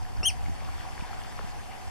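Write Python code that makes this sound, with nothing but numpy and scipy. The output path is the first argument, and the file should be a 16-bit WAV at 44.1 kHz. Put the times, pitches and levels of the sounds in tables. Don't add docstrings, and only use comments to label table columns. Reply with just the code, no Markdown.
import sys
import numpy as np
from scipy import signal
from scipy.fft import rfft, irfft
from scipy.io import wavfile
from scipy.ndimage import uniform_filter1d

SR = 44100
rng = np.random.default_rng(int(sys.argv[2]) if len(sys.argv) > 2 else 0)


def dump_mix(stems):
    frames = np.atleast_2d(stems).T
    limited = np.clip(frames, -1, 1)
    pcm = np.round(limited * 32767).astype(np.int16)
    wavfile.write(sys.argv[1], SR, pcm)


N = 83790
T, HZ = np.arange(N) / SR, np.fft.rfftfreq(N, 1 / SR)


def amp(db):
    return 10 ** (np.asarray(db) / 20)


def unit(x):
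    return x / np.sqrt(np.mean(x ** 2) + 1e-20)


def curve(points, col=1):
    rows = np.transpose(points)
    return np.interp(T, rows[0], rows[col])


def eq(points, hz):
    f, value = np.transpose(points)
    return np.interp(np.log(hz + 1), np.log(f + 1), value)


def noise(gain):
    return irfft(rfft(rng.standard_normal(N)) * gain, N) * np.sqrt(SR / 2)


def low_noise(hz):
    return unit(noise(1 / (1 + (HZ / hz) ** 4)))


def ring(hz, width):
    return unit(noise(1 / (1 + ((HZ - hz) / width) ** 2)))


# (frequency [Hz], density [dB per Hz])
RUMBLE = [(10, -54), (32, -56.5), (58, -51.5), (100, -56.5), (150, -69.5), (200, -71), (270, -75),
          (500, -96), (2000, -125)]
# (time [s], gain [dB])
GUSTS = [(0, 1), (.05, 0.5), (.12, -2.5), (.2, 5.5), (.27, 0.5), (.41, 1), (.5, 4), (.58, -5), (.66, 3),
         (.78, -5), (.87, -5.5), (1.03, -5.5), (1.3, -3.5), (1.58, -3), (1.75, -12.5), (1.9, -3)]
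# (time [s], level [dB], pitch [Hz])
BUFFETS = [(0.21, -26, 142), (0.328, -30.5, 86), (0.485, -27.5, 203), (0.497, -24.5, 191),
           (0.801, -27.5, 70), (1.001, -25, 48.7), (1.025, -25.5, 140), (1.444, -25.5, 135)]

def wind():
    strength = amp(curve(GUSTS) - 0.3 * low_noise(4))
    rumble_db = eq(RUMBLE, HZ)
    side, mid = noise(amp(rumble_db)), noise(amp(rumble_db - 15.5))
    out = (np.array([side, -side]) + mid) * strength
    side_turns = np.array([[0], [0.432]])
    for at, db, hz in BUFFETS:
        turns = (T - at) * hz
        envelope = amp(db) * np.exp(-(turns / 0.4) ** 2)
        out += envelope * np.cos(2 * np.pi * (turns + rng.random() + side_turns))
    return out


# (frequency [Hz], density [dB per Hz])
WASH_MID = [(30, -74.5), (300, -84.5), (580, -84), (1000, -77.5), (1350, -85.5), (1650, -83), (3300, -90),
            (5000, -90), (6600, -96.5), (8300, -94.5), (10000, -102), (12800, -106), (14000, -113),
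            (15000, -126)]
# (frequency [Hz], density [dB per Hz])
WASH_SIDE = [(30, -77), (400, -78.5), (800, -79.5), (1600, -85.5), (2800, -88.5), (4000, -95.5),
             (6500, -96.5), (10000, -100.5), (12800, -105), (14000, -111), (15000, -124)]
# (time [s], gain [dB])
SWELL = [(0, -2.5), (.4, -1.46), (.68, -0.5), (.8, 0), (1.08, 1), (1.22, 0), (1.5, -0.5), (1.7, -1.1),
         (1.9, -1.15)]
# (frequency [Hz], depth [dB per dB])
SWELL_DEPTH = [(100, 0.095), (700, 0.83), (2000, 2.03), (6000, 1.1), (14000, 0.54)]

def waves():
    mid, side = noise(amp(eq(WASH_MID, HZ))), noise(amp(eq(WASH_SIDE, HZ)))
    hz, t, spectrum = signal.stft([mid + side, mid - side], SR, nperseg=512)
    grain = uniform_filter1d(rng.standard_normal(spectrum.shape[1:]), size=9, axis=0)
    patch_db = 1.5 * unit(uniform_filter1d(grain, size=6, axis=1))
    swell_db = eq(SWELL_DEPTH, hz)[:, None] * np.interp(t, *np.transpose(SWELL))
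    return signal.istft(spectrum * amp(swell_db + patch_db), SR)[1][:, :N]


def fizz(per_second=340, level_db=-56.5, spread_db=5):
    out, t = np.zeros((2, N)), T[:600]
    pitches = np.geomspace(1100, 6500, 24)
    for hz in pitches:
        hits = rng.random(N) < per_second / len(pitches) / SR
        gains = amp(spread_db * np.minimum(rng.exponential(1, N), 4))
        age = t * hz / 2.3
        ping = age * np.exp(-2 * age) * np.sin(2 * np.pi * hz * t) / np.sqrt(hz)
        left = rng.uniform(0.16, 1.0)
        out += np.array([[left], [1 - left]]) * signal.oaconvolve(hits * gains, ping)[:N]
    return amp(level_db + curve(SWELL)) * unit(out)


# (centre [Hz], half width [Hz], level [dB])
HOUSING_MODES = [(746, 49, -53), (822, 25, -57), (925, 79, -62.5)]

def housing(hum_hz=750.2, hum_db=-58, waver_rate_hz=7.06):
    hollow = sum(amp(db) * ring(hz, width) for hz, width, db in HOUSING_MODES)
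    pitch = hum_hz + 5.8 * low_noise(waver_rate_hz)
    waver_db = 4 * low_noise(waver_rate_hz)
    hum = unit(amp(waver_db) * np.sin(2 * np.pi * np.cumsum(pitch) / SR))
    return hollow + amp(hum_db) * hum


# (time [s], half length [s], centre
# [Hz], half width [Hz], level [dB])
LAPS = [(0.032, 0.0021, 5400, 900, -47), (0.172, 0.0025, 5000, 500, -48.5), (0.461, 0.0048, 2150, 300, -48),
        (0.624, 0.0036, 790, 160, -41.5), (0.649, 0.003, 5040, 900, -48.5), (.651, 0.0036, 2280, 400, -49),
        (0.691, 0.0056, 1040, 250, -42.5), (0.851, .007, 1000, 120, -44), (1.043, 0.011, 945, 60, -43),
        (1.08, 0.024, 1630, 200, -50.5), (1.112, 0.022, 755, 102, -43.5), (1.219, 0.0018, 2700, 400, -46.5),
        (1.398, 0.0075, 342, 110, -47.5), (1.719, 0.0064, 2090, 200, -48)]

def laps():
    out = np.zeros(N)
    for at, half_length, hz, width, db in LAPS:
        out += amp(db) * ring(hz, width) * np.exp(-((T - at) / half_length) ** 2)
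    return out * amp([[1.5], [-1.5]])


# (time [s], pitch [Hz], effort [dB])
KLEEP = [(.2288, 2715, -7.5), (.241, 2737, -10.5), (.249, 2826, -10.5), (.257, 3046, 0.5), (.269, 3202, 1),
         (.276, 3248, 1.8), (.284, 3050, -1), (.293, 2847, -8), (.297, 2670, -13), (.302, 2584, -6),
         (.306, 2197, -10), (.3115, 1930, -6)]
# (base level [dB], growth with effort [dB per dB], left minus right [dB],
# attack [s], release [s], lag behind the effort [s])
HARMONICS = [(-22.5, 1.46, 4.5, 0.00032, 0.0012, 0.00019), (-30.5, 0.53, 0.8, 0.0037, 0.0081, 0.0037),
             (-26, 2.4, 4, 0.012, 0.013, 0.0013), (-39, 2.7, 7, 0.0024, 0.033, 0.0017)]
# (frequency [Hz], gain [dB])
THROAT_EQ = [(900, -0.5), (2000, -9.5), (2700, 4), (4500, -4.5), (5400, 2), (5650, 6), (6400, -1),
             (8100, 2), (8400, 6), (8900, 2.5), (9700, -5.5), (10900, 4), (11400, -5), (12400, -4),
             (13000, -4.5)]

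def oystercatcher(scoop_depth=0.72, scoop_s=0.0017, flutter_hz=398, rasp_db=-39.5, rasp_s=0.014):
    start, end = KLEEP[0][0], KLEEP[-1][0]
    age = np.maximum(T - start, 0)
    hz = uniform_filter1d(curve(KLEEP), size=150) * (1 + 0.0019 * low_noise(flutter_hz))
    hz *= 1 - scoop_depth * np.exp(-(age / scoop_s) ** 2)
    phase = 2 * np.pi * np.cumsum(hz) / SR
    effort = uniform_filter1d(curve(KLEEP, col=2), size=150)
    out = np.zeros((2, N))
    for k, (db, growth, pan_db, attack, release, lag) in enumerate(HARMONICS, 1):
        gate = (np.clip(age / attack, 0, 1) * np.clip((end - T) / release, 0, 1)) ** 2
        level_db = db + growth * np.interp(T - lag, T, effort) + eq(THROAT_EQ, k * hz)
        out += amp([[pan_db / 2], [-pan_db / 2]]) * gate * amp(level_db) * np.sin(k * phase)
    rasp_envelope = np.clip(age / scoop_s, 0, 1) * np.exp(-(age / rasp_s) ** 2)
    return out + amp(rasp_db) * low_noise(1550) * rasp_envelope


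# (delay [s], left [dB], right [dB])
ROCK_ECHOES = [(.0021, -52, -12.5), (.0075, -35, -23), (0.0243, -30, -21), (0.043, -33, -29)]
# (frequency [Hz], gain [dB])
SCATTER_EQ = [(2600, 5), (3250, -6.5), (4500, 17), (5500, 5), (6400, -11), (8400, 9), (9700, -1.5),
              (13000, 5)]

def shore(call, t60_s=0.15, predelay_s=0.0038, pre_eq_db=-16):
    t = T[:SR // 2]
    envelope = amp(-60 * t / t60_s) * np.clip(t / predelay_s - 1, 0, 1)
    tail = rng.standard_normal((2, len(t))) * envelope
    tail *= amp(pre_eq_db) / np.linalg.norm(tail[0])
    colour = amp(eq(SCATTER_EQ, np.fft.rfftfreq(len(t), 1 / SR)))
    tail = irfft(rfft(tail) * colour, len(t))
    for delay, left_db, right_db in ROCK_ECHOES:
        tail[:, round(delay * SR)] += amp([left_db, right_db])
    return signal.fftconvolve(call, tail, axes=1)[:, :N]


# (time [s], gain [dB], start pitch [Hz], end pitch [Hz], decay [s])
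PLOPS = [(.888, -34, 2900, 1370, 0.002), (.978, -35.5, 2880, 1590, 0.0019),
         (1.009, -36.5, 3070, 2270, 0.0032), (1.3902, -30.5, 1860, 404, 0.0058)]

def plops(attack_s=0.0008, splash_s=0.0032):
    out = np.zeros(N)
    for at, db, from_hz, to_hz, decay in PLOPS:
        t = np.maximum(T - at, 0)
        hz = to_hz + (from_hz - to_hz) * np.exp(-t / (0.45 * decay))
        blip = np.sin(2 * np.pi * np.cumsum(hz * (t > 0)) / SR)
        splash = ring(hz=1670, width=610) * np.exp(-t / splash_s)
        envelope = (1 - np.exp(-t / attack_s)) * np.exp(-t / decay)
        out += amp(db) * envelope * (blip + splash)
    return out * amp([[1.2], [-1.2]])


# (frequency [Hz], left minus right [dB])
BED_PAN = [(100, -3.5), (500, -0.1), (900, 0.5), (1600, 2.5), (3000, 3), (5000, 0.6), (9000, -0.2),
           (14000, 1)]

def pan_bed(bed, left_lead_s=0.00004):
    pan_db = eq(BED_PAN, HZ) / 2
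    lead = np.exp(2j * np.pi * HZ * left_lead_s)
    return irfft(rfft(bed) * np.array([amp(pan_db) * lead, amp(-pan_db)]), N)


def scene():
    call = oystercatcher()
    echo = shore(call)
    bed = waves() + fizz() + housing() + laps() + plops()
    return wind() + pan_bed(bed) + call + echo


# (centre [Hz], width [Hz])
NOTCHES = [(3930, 340), (7885, 63)]

def record(dry, cutoff_hz=15000):
    for hz, width in NOTCHES:
        dry = signal.lfilter(*signal.iirnotch(hz, hz / width, SR), dry)
    low_pass = signal.firwin(511, cutoff_hz, window=("kaiser", 9), fs=SR)
    return signal.oaconvolve(dry, low_pass[None], "same")


dry = scene()
out = record(dry)
dump_mix(out)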